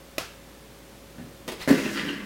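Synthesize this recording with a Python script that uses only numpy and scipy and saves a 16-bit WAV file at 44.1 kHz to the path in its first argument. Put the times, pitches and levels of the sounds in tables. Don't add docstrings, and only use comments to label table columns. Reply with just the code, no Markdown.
import sys
import numpy as np
from scipy import signal
from scipy.fft import rfft, irfft, next_fast_len
from scipy.io import wavfile

SR = 44100
rng = np.random.default_rng(int(sys.argv[2]) if len(sys.argv) > 2 else 0)


def to_wav(s):
    ch = np.atleast_2d(s).T
    pcm = np.round(np.clip(ch, -1, 1) * 32767)
    wavfile.write(sys.argv[1], SR, pcm.astype(np.int16))


N = 99357
TIME = np.arange(N) / SR


def from_db(db):
    return 10 ** (np.asarray(db) / 20)


def rms_one(x):
    return x / np.sqrt(np.mean(x ** 2) + 1e-20)


def noise():
    return rng.standard_normal(N)


def swell(centre_s, width_s):
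    return np.exp(-((TIME - centre_s) / width_s) ** 2 / 2)


def at_hz(points, hz):
    known_hz, values = np.transpose(points)
    return np.interp(np.log(np.maximum(hz, 1)), np.log(known_hz), values)


def gains(rows):
    s, *columns = np.transpose(rows)
    return [from_db(np.interp(TIME, s, column)) * (TIME >= s[0]) for column in columns]


def colour(x, points):
    size = 2 * next_fast_len(N)
    hz = np.arange(size // 2 + 1) * SR / size
    cepstrum = irfft(np.log(from_db(at_hz(points, hz))))
    cepstrum[1:size // 2] *= 2
    cepstrum[size // 2 + 1:] = 0
    return irfft(rfft(x, size) * np.exp(rfft(cepstrum)))[:N]


def soften(x, hz):
    return signal.sosfilt(signal.butter(2, hz, fs=SR, output="sos"), x + 1e-18)


def clicks(s, db):
    samples = (np.asarray(s) * SR).astype(int)
    return np.bincount(samples, from_db(db), N)[:N]


def bursts(s, db, t60):
    keep = np.exp(-2 * np.log(1000) / (t60 * SR))
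    power = signal.lfilter([1 - keep], [1, -keep], clicks(s, db) ** 2 + 1e-18)
    return np.sqrt(power) * noise()


def blows(rows, spectrum, ring_s):
    return colour(bursts(*np.transpose(rows), ring_s), spectrum)


def ring(force, modes):
    out = 0
    for hz, db, t60 in modes:
        radius = np.exp(-np.log(1000) / (t60 * SR))
        angle = 2 * np.pi * hz / SR
        feedback = [1, -2 * radius * np.cos(angle), radius * radius]
        out = out + signal.lfilter([0, from_db(db) * np.sin(angle)], feedback, force + 1e-18)
    return out


def wander(hz):
    return rms_one(soften(rng.standard_normal(N + SR), hz)[SR:])


def wavering(hz, waver, waver_hz, rough):
    phase = 2 * np.pi * np.cumsum(hz * (1 + waver * wander(waver_hz))) / SR
    return rms_one(np.sin(phase) * (1 + rough * wander(waver_hz)))


# start in seconds, burst level in dB before colouring.
LANDING_HITS = [(1.4786, -8), (1.488, -10.5), (1.518, -12)]
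# frequency in Hz, gain in dB.
LANDING_SPECTRUM = [(30, 11), (55, 12), (85, -6), (180, 15), (400, 23), (800, 12.5), (1500, 6.5),
                    (3000, 8.5), (7000, -1.5), (15000, -6.5)]
LANDING_RING_S, LANDING_ROOM_DB = 0.089, -4.5


def ball_landing():
    return blows(LANDING_HITS, LANDING_SPECTRUM, LANDING_RING_S)


# frequency in Hz, gain in dB.
SCUFF_SPECTRUM = [(100, 3.5), (500, -3.5), (1100, -1.5), (1800, 0), (2400, 0), (4200, -3), (7000, -12.5),
                  (15000, -19)]
SCUFF_S, SCUFF_RISE_S, SCUFF_FALL_S = 1.626, 0.02, 0.01
SCUFF_DB, SCUFF_ROOM_DB = -37, -2.5


def ball_scuff():
    width_s = np.where(TIME < SCUFF_S, SCUFF_RISE_S, SCUFF_FALL_S)
    friction = rms_one(colour(noise(), SCUFF_SPECTRUM))
    return from_db(SCUFF_DB) * swell(SCUFF_S, width_s) * friction


# frequency in Hz, level in dB, decay time t60 in seconds.
CONE_MODES = [(207, -38, 0.1), (272.3, -17.5, 0.13), (284, -15, 0.15), (336.2, -22, 0.43),
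              (399.4, -17.5, 0.12), (536, -27.5, 0.17), (590, -17, 0.052), (656, -31, 0.042),
              (763, -28, 0.038), (1100, -43, 0.09), (1570, -51, .06), (1810, -22, 0.05), (1935, -20, 0.054)]
SHELL_LOW_HZ = 162


def shell(force):
    high_pass = signal.butter(2, SHELL_LOW_HZ, "high", fs=SR, output="sos")
    return signal.sosfilt(high_pass, ring(force, CONE_MODES))


# start in seconds, dull push in dB before the PUSH_DB trim, hard crack in dB before colouring.
CONE_KNOCKS = [(1.676, -10, -5), (1.6826, -9, -5.5), (1.688, -15, -0.5), (1.695, -4.5, -1.5),
               (1.7050, 1.5, -3.5), (1.7088, 0, -4.5), (1.7129, 0, -7), (1.7266, -13, -6),
               (1.7445, -14, -9.5), (1.7798, -28, -9), (1.799, -11, -12), (1.821, -12, -26),
               (1.863, -10.5, -17), (1.914, -13, -25), (2.074, -21.5, -33)]
# frequency in Hz, gain in dB.
CRACK_SPECTRUM = [(30, -22), (75, -18), (130, 10), (400, 26), (700, 14.5), (1200, 8.5), (1800, 14.5),
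                  (2300, 6), (3000, 1), (5000, -1), (8000, -5), (15000, -10)]
PUSH_HZ, PUSH_DB = 504, -3
CRACK_S, CRACK_MODES_DB = 0.062, -12
CONE_ROOM_DB = -8


def cone_knocks():
    s, push_db, crack_db = np.transpose(CONE_KNOCKS)
    push = soften(clicks(s, push_db + PUSH_DB), PUSH_HZ)
    crack = bursts(s, crack_db, CRACK_S)
    boom = shell(push + from_db(CRACK_MODES_DB) * crack)
    return boom + colour(crack, CRACK_SPECTRUM)


# time in seconds, clatter level in dB, scraping hiss level in dB.
SKID_LEVELS = [(1.68, -45, -52), (1.73, -35, -44.5), (1.81, -38.5, -45.5), (1.90, -41.5, -47),
               (1.94, -40.5, -43), (1.98, -34, -52), (2.04, -40, -53), (2.099, -38, -60),
               (2.17, -47.5, -80), (2.25, -51, -74)]
# frequency in Hz, gain in dB.
CLATTER_SPECTRUM = [(60, -57), (200, -19.5), (500, -3.5), (700, -12.5), (950, -8), (1250, -7), (1700, -1),
                    (1950, -0.5), (2250, -6.5), (2900, -5), (3500, -12), (4700, -14.5), (7000, -24),
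                    (15000, -38.5)]
# frequency in Hz, gain in dB.
SCRAPE_SPECTRUM = [(1000, -14), (3500, -2.5), (6000, -1.5), (9000, -8), (15000, -14)]
CHATTER_PER_S, CHATTER_JITTER = 130, 0.27
CHATTER_SPREAD_DB, CHATTER_S = 3.5, 0.047
SKID_ROOM_DB = -1.5


def cone_skid():
    start_s = SKID_LEVELS[0][0]
    chance = rng.standard_normal(size=(300, 2))
    gaps_s = np.exp(CHATTER_JITTER * chance[:, 0]) / CHATTER_PER_S
    chatter = bursts(start_s + np.cumsum(gaps_s), CHATTER_SPREAD_DB * chance[:, 1], CHATTER_S)
    layers = colour(chatter, CLATTER_SPECTRUM), colour(noise(), SCRAPE_SPECTRUM)
    return sum(gain * x / np.std(x[TIME > start_s]) for gain, x in zip(gains(SKID_LEVELS), layers))


# centre in seconds, half length in seconds, pitch in Hz, level in dB.
RIM_SQUEAKS = [(1.857, 0.0089, 2584, -40), (1.859, 0.013, 1770, -39.5), (1.97, 0.011, 1359, -41.5),
               (1.976, 0.0065, 4490, -43), (1.986, 0.013, 2840, -44), (2.002, 0.025, 1780, -39),
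               (2.051, 0.0033, 2847, -37), (2.092, 0.0058, 2836, -34), (2.105, 0.038, 1640, -46),
               (2.115, 0.1, 1152, -53.5), (2.178, 0.016, 1880, -48.5)]
SQUEAK_WAVER, SQUEAK_WAVER_HZ = 0.045, 220
SQUEAK_ROUGH, SQUEAK_ROOM_DB = 0.55, -2.5


def cone_squeaks():
    out = 0
    for s, half_length_s, hz, db in RIM_SQUEAKS:
        tone = wavering(hz, SQUEAK_WAVER, SQUEAK_WAVER_HZ, SQUEAK_ROUGH)
        out = out + from_db(db) * swell(s, half_length_s) * tone
    return out


# time in seconds, level of the lower resonance in dB, of the upper in dB.
ROLL_LEVELS = [(1.70, -34, -43), (1.80, -38.5, -32), (1.90, -41, -38.5), (1.97, -43, -35.5),
               (2.02, -34.5, -47), (2.06, -35, -35), (2.11, -47, -32.5), (2.16, -48, -39.5),
               (2.21, -42, -47), (2.25, -42, -46)]
BOARD_HZ = [208, 282]
# frequency in Hz, gain in dB.
RUMBLE_SPECTRUM = [(30, -31), (80, -51), (130, -4.5), (185, 4), (260, -1.5), (320, 5), (390, -1), (470, -2),
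                   (560, -15.5), (750, -17.5), (2000, -35)]
ROLL_WAVER, ROLL_WAVER_HZ = 0.0306, 48
ROLL_ROUGH, ROLL_ROOM_DB = 0.44, -20
RUMBLE_DB = -6.5


def ball_roll():
    levels = gains(ROLL_LEVELS)
    boom = sum(gain * wavering(hz, ROLL_WAVER, ROLL_WAVER_HZ, ROLL_ROUGH)
               for gain, hz in zip(levels, BOARD_HZ))
    rumble = rms_one(colour(noise(), RUMBLE_SPECTRUM))
    return boom + from_db(RUMBLE_DB) * sum(levels) * rumble


# start in seconds, level in dB before colouring.
CLICK_CONTACTS = [(0.1820, 0.5), (0.1838, -2.5), (0.1854, -5.5)]
# frequency in Hz, gain in dB.
CLICK_SPECTRUM = [(100, -16), (300, 4), (600, 7), (900, -22), (2500, 0.5), (5300, -4), (7500, -9.5),
                  (15000, -8.5)]
# frequency in Hz, level in dB, decay time t60 in seconds.
CLICK_RING_MODES = [(320, -42, 0.048), (630, -21, 0.024), (1270, -30.5, 0.028), (1990, -25, 0.024),
                    (2510, -27.5, 0.032), (3400, -38.5, 0.018), (3960, -24.5, 0.019), (4900, -28.5, 0.02),
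                    (5530, -32, 0.028), (6370, -36, 0.023)]
# frequency in Hz, gain in dB.
CLICK_TAIL_SPECTRUM = [(100, 2), (300, -5.5), (650, 4.5), (900, -2), (1300, 5), (1900, -3.5), (2600, 1),
                       (4000, -4.5), (5300, -3), (8000, -9.5), (15000, -13)]
CLICK_RING_S, CLICK_ROOM_DB = 0.0089, 2.5


def click():
    s, db = max(CLICK_CONTACTS, key=lambda row: row[1])
    strongest = clicks([s], [db])
    spread = colour(strongest, CLICK_TAIL_SPECTRUM)
    tail = from_db(CLICK_ROOM_DB) * signal.fftconvolve(spread, room_response())[:N]
    snap = blows(CLICK_CONTACTS, CLICK_SPECTRUM, CLICK_RING_S)
    return snap + ring(strongest, CLICK_RING_MODES) + tail


# start in seconds, burst level in dB before colouring.
FLOOR_BUMPS = [(1.1828, -4.5), (1.196, -20.5), (1.255, -26)]
# frequency in Hz, gain in dB.
BUMP_SPECTRUM = [(40, -10), (100, 13), (300, 15), (550, 8), (900, -10), (1900, -13), (3500, -24),
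                 (15000, -35)]
BUMP_RING_S, BUMP_ROOM_DB = 0.022, 4.5


def floor_bumps():
    return blows(FLOOR_BUMPS, BUMP_SPECTRUM, BUMP_RING_S)


# time in seconds, level in dB.
RUSTLE_LEVELS = [(0.5, -70), (0.65, -57), (0.88, -57), (0.94, -52), (1.0, -59), (1.22, -55), (1.32, -51),
                 (1.45, -55), (1.6, -51), (1.7, -64)]
# frequency in Hz, gain in dB.
RUSTLE_SPECTRUM = [(50, -8), (110, 9), (260, 11), (500, 3), (1200, -9), (4000, -18), (15000, -24)]


def throw_rustle():
    return gains(RUSTLE_LEVELS)[0] * rms_one(colour(noise(), RUSTLE_SPECTRUM))


# frequency in Hz, rms level in dB.
HUM_TONES = [(55.5, -56), (554.5, -58), (3558, -72)]


def hum():
    return sum(np.sqrt(2) * from_db(db) * np.sin(2 * np.pi * (hz * TIME + rng.random()))
               for hz, db in HUM_TONES)


# frequency in Hz, gain in dB.
AIR_SPECTRUM = [(30, -15), (90, -5), (130, 0), (260, -1), (450, -3), (750, -9), (1400, -12), (3000, -15),
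                (6000, -19.5), (15000, -24)]
AIR_DB = -49


def room_hiss():
    return from_db(AIR_DB) * rms_one(colour(noise(), AIR_SPECTRUM))


# frequency in Hz, decay time t60 in seconds.
ROOM_DECAY = [(100, 0.32), (300, 0.38), (800, 0.39), (2500, .46), (6000, 0.38), (14000, 0.25)]
ROOM_DELAY_S = 0.004


def room_response():
    t = TIME[:N // 3]
    edges = np.geomspace(60, 17000, 17)
    white = rng.standard_normal((2, len(t)))
    out = 0
    for k, (low, high) in enumerate(zip(edges, edges[1:])):
        band_pass = signal.butter(2, [low, high], "band", fs=SR, output="sos")
        band = signal.sosfilt(band_pass, white[k % 2])
        t60 = at_hz(ROOM_DECAY, np.sqrt(low * high))
        dying = rms_one(band * np.exp(-np.log(1000) * t / t60))
        out = out + dying * np.sqrt((high - low) * t60)
    return np.concatenate([np.zeros(int(ROOM_DELAY_S * SR)), out / np.linalg.norm(out)])


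def scene():
    sources = [(ball_landing(), LANDING_ROOM_DB), (ball_scuff(), SCUFF_ROOM_DB),
               (cone_knocks(), CONE_ROOM_DB), (cone_skid(), SKID_ROOM_DB),
               (cone_squeaks(), SQUEAK_ROOM_DB), (ball_roll(), ROLL_ROOM_DB),
               (floor_bumps(), BUMP_ROOM_DB)]
    direct = sum(x for x, db in sources)
    room_send = sum(from_db(db) * x for x, db in sources)
    reflected = signal.fftconvolve(room_send, room_response())[:N]
    background = throw_rustle() + hum() + room_hiss()
    return (direct + reflected + click() + background)[None]


CUTOFF_HZ = 15900


def record(dry):
    return signal.sosfilt(signal.ellip(10, .2, 80, CUTOFF_HZ, fs=SR, output="sos"), dry)


dry = scene()
out = record(dry)
to_wav(out)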